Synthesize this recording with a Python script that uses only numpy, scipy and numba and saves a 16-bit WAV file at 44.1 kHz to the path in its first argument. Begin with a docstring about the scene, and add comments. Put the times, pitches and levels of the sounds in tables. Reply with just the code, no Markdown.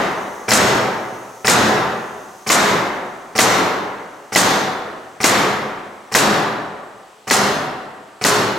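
"""Sharp double-edged bangs about once a second, each with a blast of air and a long ring in a live workshop.
A pneumatic nail gun is bump-fired along plywood: nose knock, valve snap, driver blow, chattering exhaust.
Shots are noise bursts, pulses and dying modes, heard direct and through a decaying-noise hall response.
Under them lie room tone, a leaking hose fitting and tape-drive whine; a tape camera's limiter flattens the bangs."""
import sys
import numpy as np
from scipy import signal
from scipy.fft import rfft, irfft
from scipy.io import wavfile
from numba import njit

SR = 44100
rng = np.random.default_rng(int(sys.argv[2]) if len(sys.argv) > 2 else 0)


def store_pcm(level_fs):
    """Save levels as 16-bit WAV."""
    pcm = np.round(np.clip(level_fs, -1, 1) * 32767).astype(np.int16)
    wavfile.write(sys.argv[1], SR, np.atleast_2d(pcm).T)


N = 378378

# sheet modes: (frequency [Hz], relative level [dB], t60 [s])
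PLYWOOD_MODES = [(122.8, -3.5, 0.16), (211.2, -2.5, 0.23), (432.5, 3, 0.099), (600, -2, 0.055),
                 (754.3, 0, 0.3), (1178, -6.5, 0.18), (1370, 9, 0.013)]
# valve part modes: (frequency [Hz], relative level [dB], t60 [s])
VALVE_MODES = [(6950, -2, .016), (5300, 0, .016), (3000, -5, .012)]
BLOW_LAG_S, EXHAUST_LAG_S = .0078, .0245  # after the snap


def gain_of(db):
    """Decibels to amplitude."""
    return 10 ** (np.asarray(db) / 20)


def evened(x):
    """Scales to rms 1."""
    return x / np.sqrt(np.mean(x ** 2) + 1e-20)


def read(points, hz):
    """Reads a table on a log-frequency axis."""
    f, value = np.transpose(points)
    return np.interp(np.log(hz + 1), np.log(f + 1), value)


def add(mix, s, sound):
    """Mixes a sound in at s seconds."""
    part = mix[..., round(s * SR):][..., :sound.shape[-1]]
    part += sound[..., :part.shape[-1]]


def burst(spectrum, db, rise_s, t60_s, size=8192):
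    """Coloured noise in two partly alike channels, with a quick rise and an exponential fall."""
    # next to the gun: (frequency [Hz], left-right likeness [0-1])
    near_likeness = [(100, 0.79), (1000, 0.94), (4000, 0.77), (8000, 0.68), (14000, 0.42)]
    t, hz = np.arange(size) / SR, np.fft.rfftfreq(size, 1 / SR)
    same = np.clip(read(near_likeness, hz), 0, 1)
    mid, side = rfft(rng.standard_normal((2, size))) * np.sqrt([1 + same, 1 - same])
    noise = irfft(np.array([mid + side, mid - side]) * gain_of(read(spectrum, hz)))
    return evened(noise) * gain_of(db - 60 * t / t60_s) * (1 - np.exp(-t / rise_s))


def ring(modes, size=8192):
    """Dying modes, each detuned a little at random."""
    t = np.arange(size) / SR
    return sum(gain_of(db - 60 * t / t60_s) * np.sin(2 * np.pi * hz * rng.uniform(0.98, 1.035) * t)
               for hz, db, t60_s in modes)


def click(spectrum, db, size=4096):
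    """A causal (minimum-phase) pulse of the given colour, peak at db."""
    hz = abs(np.fft.fftfreq(size, 1 / SR))
    log_gain = np.log(gain_of(read(spectrum, hz)))
    min_phase = np.exp(np.conj(signal.hilbert(log_gain)))
    pulse = np.fft.ifft(min_phase).real[:size // 2]
    return gain_of(db) * pulse / abs(pulse).max()


def pair_noise(shape_db, hz):
    """Two partly alike channels of noise from a frequency by frame field of levels."""
    # in the room: (frequency [Hz], left-right likeness [0-1])
    room_likeness = [(30, 1), (120, 0.95), (300, 0.97), (700, 0.79), (1500, 0.53), (4000, 0.68), (9000, 1),
                     (14000, 0.92)]
    a, b, c, d = rng.standard_normal((shape_db.shape[1], len(hz), 4)).T
    same = np.clip(read(room_likeness, hz), 0, 1)[:, None]
    mid = np.sqrt(1 + same) * (a + 1j * b)
    side = np.sqrt(1 - same) * (c + 1j * d)
    spectra = np.array([mid + side, mid - side]) * gain_of(shape_db)
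    size = 2 * len(hz) - 2
    return signal.istft(spectra, nperseg=size, noverlap=size * 3 // 4)[1]


def room_tone(hz, frames_s):
    """Room tone and microphone hiss: steady coloured noise."""
    # spectrum: (frequency [Hz], relative level [dB])
    floor_spectrum = [(15, -30), (50, 1), (110, -20), (234, -11), (331, -18), (443, -12), (1190, -5),
                      (2860, -1), (5860, -9.5), (6700, -9), (8070, -9.5), (14500, -23)]
    floor_db = -53
    shape_db = read(floor_spectrum, hz)[:, None] + 0 * frames_s
    return gain_of(floor_db) * evened(pair_noise(shape_db, hz)[:, :N])


def hose_leak(hz, frames_s):
    """Air leaks past a hose fitting: a drifting narrow whistle over a wide hiss."""
    # level and pitch over time: (time [s], level [dB], whistle centre [Hz])
    leak_course = [(0, -46, 6200), (1.4, -49, 6270), (1.9, -49, 6440), (2.45, -50.5, 6200),
                   (3.2, -55, 6270), (6, -60.5, 5983), (8.6, -73, 5944)]
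    whistle_width_hz, broad_db = 1100, -9.5
    s, leak_db, leak_hz = np.transpose(leak_course)
    centre_hz = np.interp(frames_s, s, leak_hz)
    whistle = 1 / (1 + (2 * (hz[:, None] - centre_hz) / whistle_width_hz) ** 2)
    broad = gain_of(broad_db) * np.exp(-(np.log(hz[:, None] / 7000 + 1e-9) / 0.95) ** 2)
    leak = evened(pair_noise(20 * np.log10(whistle + broad), hz)[:, :N])
    return gain_of(np.interp(np.arange(N) / SR, s, leak_db)) * leak


def tape_whine():
    """Tape drive: steady high harmonics of one rate."""
    # partials: (multiple of whine_hz, level [dB rms])
    whine_partials = [(25, -71), (26, -71), (27, -72), (28, -88)]
    whine_hz = 299.7
    t = np.arange(N) / SR
    return sum(np.sqrt(2) * gain_of(db) * np.sin(2 * np.pi * (k * whine_hz * t + rng.random()))
               for k, db in whine_partials)


def background():
    """Room tone and microphone hiss, a leaking hose fitting and the whine of the tape drive."""
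    hz, frames_s = np.fft.rfftfreq(1024, 1 / SR), np.arange(N // 256 + 5) * 256 / SR
    return room_tone(hz, frames_s) + hose_leak(hz, frames_s) + tape_whine()


def hall(gap_s=0.00071, build_s=0.024):
    """Echo pattern of the workshop from one spot: builds up, then each band dies at its own speed."""
    # decay: (frequency [Hz], t60 [s])
    hall_t60 = [(60, 1.7), (150, 1.12), (400, 1.577), (1000, 1.556), (2000, 1.297), (4000, 0.93),
                (8000, 0.64), (14000, 0.85)]
    # colour: (frequency [Hz], relative level [dB])
    hall_colour = [(30, -2), (85, 2.5), (120, 14), (300, 8.5), (800, 5), (1900, 3.5), (2600, 3.5),
                   (6000, -5), (9000, -11.5), (15000, -4)]
    bass_build_s, bass_build_hz = 0.044, 900  # the low boom gathers more slowly
    hz, t = np.fft.rfftfreq(512, 1 / SR), np.arange(540) * 128 / SR
    build_speed = (1 + (hz[:, None] / bass_build_hz) ** 2) / bass_build_s
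    gathering = 1 - np.exp(-(t + 0.0035) * build_speed)
    decay_db = read(hall_colour, hz)[:, None] - 60 * t / read(hall_t60, hz)[:, None]
    tail = pair_noise(decay_db + 20 * np.log10(gathering), hz)
    t = np.arange(tail.shape[1]) / SR
    tail = tail * (1 - np.exp(-np.maximum(t - gap_s, 0) / build_s))
    return tail / np.sqrt((tail ** 2).sum(1).mean())  # unit energy


def steel(ring_hz):
    """Modes of the steel driver."""
    # (multiple of ring_hz, relative level [dB], t60 [s])
    steel_modes = [(1, 1.5, 0.032), (1.13, -6, 0.036), (.52, -5, 0.023)]
    return ring([(ring_hz * k, db, t60_s) for k, db, t60_s in steel_modes])


def bump(knock_db, rise_s, hiss_db, ring_hz):
    """The nose knocks the sheet and settles; air hisses briefly past the trip valve as it opens and shuts."""
    # knock: (frequency [Hz], relative level [dB])
    knock_spectrum = [(35, -36), (60, -12.5), (1110, -1), (2510, -4.5), (3580, -18), (5790, -11),
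                      (6710, -47), (9000, -12), (11700, -56), (19800, -120)]
    # valve hiss: (frequency [Hz], relative level [dB])
    trip_spectrum = [(1500, -36), (4000, -4), (5600, 4.5), (7000, 2.5), (9500, -5.5), (15000, -11)]
    sheet_db, steel_db = -5, -5  # relative to knock_db
    seat_s = .009  # the nose piece bottoms out; driver and valve parts ring
    trip_open_s, trip_shut_s = .009, .044
    t = np.arange(8192) / SR
    sheet = gain_of(knock_db + sheet_db) * ring(PLYWOOD_MODES) * (1 - np.exp(-t / rise_s))
    knock = sheet + burst(knock_spectrum, knock_db, rise_s, 0.15)
    add(knock, seat_s, gain_of(knock_db + steel_db) * (steel(ring_hz) + ring(VALVE_MODES)))
    opening = (1 - np.exp(-(t / trip_open_s) ** 3)) * np.exp(-(t / trip_shut_s) ** 6)
    return knock + burst(trip_spectrum, hiss_db, 0.0038, 1.0) * opening


def snap_and_exhaust(snap_db, exhaust_db, click_db=8, rattle_db=-3, hiss_db=-2):
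    """The valve snaps; later the exhaust valve chatters, so air leaves in puffs over a longer hiss."""
    # valve snap: (frequency [Hz], relative level [dB])
    snap_spectrum = [(150, -17.5), (600, -1.5), (2500, -12.5), (4300, 5.5), (5300, -0.5), (7200, -10),
                     (9000, -15), (16000, -19)]
    # exhaust air: (frequency [Hz], relative level [dB])
    exhaust_spectrum = [(600, -8), (1500, -27.5), (3600, -1), (5000, -1), (6500, 4), (8200, 3.5),
                        (9800, -5), (11800, -6.5), (13800, -16.5), (16000, -27)]
    puff_count, puff_gap_s, puff_jitter_s = 5, .0095, .001
    puff_db, puff_step_db, puff_spread_db = 9, -1.58, 1.8  # first over exhaust_db, step per puff, random
    out = np.zeros((2, 20000))
    add(out, 0, click(snap_spectrum, snap_db + click_db))
    add(out, 0, burst(snap_spectrum, snap_db + rattle_db, .0002, .016))
    add(out, 0, gain_of(snap_db) * ring(VALVE_MODES))
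    for k, (late, louder) in enumerate(rng.standard_normal((puff_count, 2))):
        db = exhaust_db + puff_db + puff_step_db * k + puff_spread_db * louder
        at_s = EXHAUST_LAG_S + puff_gap_s * k + puff_jitter_s * late
        add(out, at_s, burst(exhaust_spectrum, db, 0.0019, t60_s=0.032))
    add(out, EXHAUST_LAG_S, burst(exhaust_spectrum, exhaust_db + hiss_db, 0.0053, 0.28, size=16384))
    return out


def blow(db, ring_hz, steel_rise_s=0.00019):
    """Heard from near: the nail cracks into the wood while the steel driver rings."""
    # crack: (frequency [Hz], relative level [dB])
    crack_spectrum = [(70, -12), (200, 4), (500, 4.5), (2300, -0.5), (3300, -5), (6700, -3.5), (9000, -12),
                      (12000, -12), (16000, -24)]
    t = np.arange(8192) / SR
    driver = gain_of(db) * steel(ring_hz) * (1 - np.exp(-t / steel_rise_s))
    return driver + burst(crack_spectrum, db, rise_s=0.0014, t60_s=0.28)


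def thump(db, ring_hz):
    """The whole frame thumps into the hall and the sheet rings; the colour shifts with the driver's ring."""
    # (frequency at usual_ring_hz [Hz], relative level [dB])
    thump_spectrum = [(25, 16.5), (70, -32.5), (120, -3), (400, 2), (900, 6.5), (2050, 4.5), (2350, -1.5),
                      (4000, -3), (7500, -3.5), (10000, -47), (16000, -31)]
    usual_ring_hz, sheet_db = 2000, -42
    out = gain_of(db + sheet_db) * ring(PLYWOOD_MODES)
    add(out, 0, click([(hz * ring_hz / usual_ring_hz, level_db) for hz, level_db in thump_spectrum], db))
    return out


def nailing(hall_db=4, small_db=-1):
    """Every shot, direct and through the hall from its own spot."""
    # shots: (valve snap time [s], snap level [dB], driver blow level [dB], driver ring [Hz],
    #         level of the thump into the hall before hall_db [dB])
    shots = [(-.33, -20, -3, 1987, 16), (0.5079, -7.5, -5, 1980, 13.5), (1.4714, -6, -4.5, 1890, 14),
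             (2.4917, -13, -7.5, 2040, 13.5), (3.3803, -13, -2, 2050, 13), (4.3505, -12.5, -3, 1940, 10.5),
             (5.2326, -16, -3.5, 2140, 12), (6.1413, -13.5, -2.5, 1853, 11.5),
             (7.301, -15, -5.5, 1920, 8.5), (8.2401, -8, -7.5, 1900, 8)]
    # nose landings: (time [s], knock level [dB], knock rise [s])
    bumps = [(.48, -14.5, 0.0033), (1.446, -16, 0.0006), (2.463, -20, 0.0035), (3.352, -19.5, 0.0015),
             (4.32, -22.5, 0.0024), (5.203, -22, 0.00034), (6.114, -21, 0.0096), (7.269, -19, 0.014),
             (8.212, -21.5, 0.0011)]
    # the air fades as the gun works away along the edge; levels are at 0 s
    exhaust_db, exhaust_db_per_s = -7.5, -0.63
    trip_db, trip_db_per_s = -20, -1.13
    lead = SR  # samples before the start, so that an earlier shot still rings
    pan_db = .6  # left over right
    mix = np.zeros((2, N + lead))
    for s, snap_db, blow_db, ring_hz, thump_db in shots:
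        start = s - .06  # room for the nose landing
        blow_s = s - start + BLOW_LAG_S
        gun = np.zeros((2, 22000))
        add(gun, s - start, snap_and_exhaust(snap_db, exhaust_db + exhaust_db_per_s * s))
        for at, knock_db, rise_s in bumps:
            if start < at < s:
                add(gun, at - start, bump(knock_db, rise_s, trip_db + trip_db_per_s * at, ring_hz))
        far = gain_of(small_db) * gun
        add(far, blow_s, thump(thump_db, ring_hz))
        heard = gain_of(hall_db) * signal.fftconvolve(far, hall(), axes=1)
        add(heard, 0, gun)
        add(heard, blow_s, blow(blow_db, ring_hz))
        add(mix, start + lead / SR, heard)
    return mix[:, lead:] * gain_of([[pan_db / 2], [-pan_db / 2]])


def scene():
    """Nail gun in the hall over the background."""
    return background() + nailing()


@njit
def follow(level_db, attack, release):
    """Level follower: one-pole smoothing with separate shares per sample for rise and fall."""
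    out, held = np.empty(len(level_db)), level_db[:2000].max()
    for n in range(len(level_db)):
        held += (attack if level_db[n] > held else release) * (level_db[n] - held)
        out[n] = held
    return out


def record(dry):
    """Bass roll-off, a limiter above a threshold, soft uneven overload, a steep low-pass at edge_hz."""
    # squared part of the overload, adds a low jolt on loud moments: rows left, right (share)
    lopsided = [
        [.09],
        [.14],
    ]
    bass_hz, edge_hz = 80, 16100
    limit_db, share = -14, 0.67  # share of the excess dB taken off
    attack_s, release_s = 0.008, 0.0097
    ceiling = .88
    dry = signal.lfilter(*signal.butter(2, bass_hz, "high", fs=SR), dry)
    power = signal.lfilter([.02], [1, -.98], (dry ** 2).mean(0))
    over_db = np.maximum(10 * np.log10(power + 1e-12) - limit_db, 0)
    held_db = follow(over_db, 1 / (attack_s * SR), 1 / (release_s * SR))
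    ducked = dry / gain_of(share * held_db)
    limited = ceiling * np.tanh(ducked / ceiling)
    uneven = limited - lopsided * limited ** 2
    uneven = signal.lfilter(*signal.butter(1, 15, "high", fs=SR), uneven)
    low_pass = signal.firwin(1023, edge_hz, window=("kaiser", 11), fs=SR)
    return signal.oaconvolve(uneven, low_pass[None], "same")


dry = scene()
out = record(dry)
store_pcm(out)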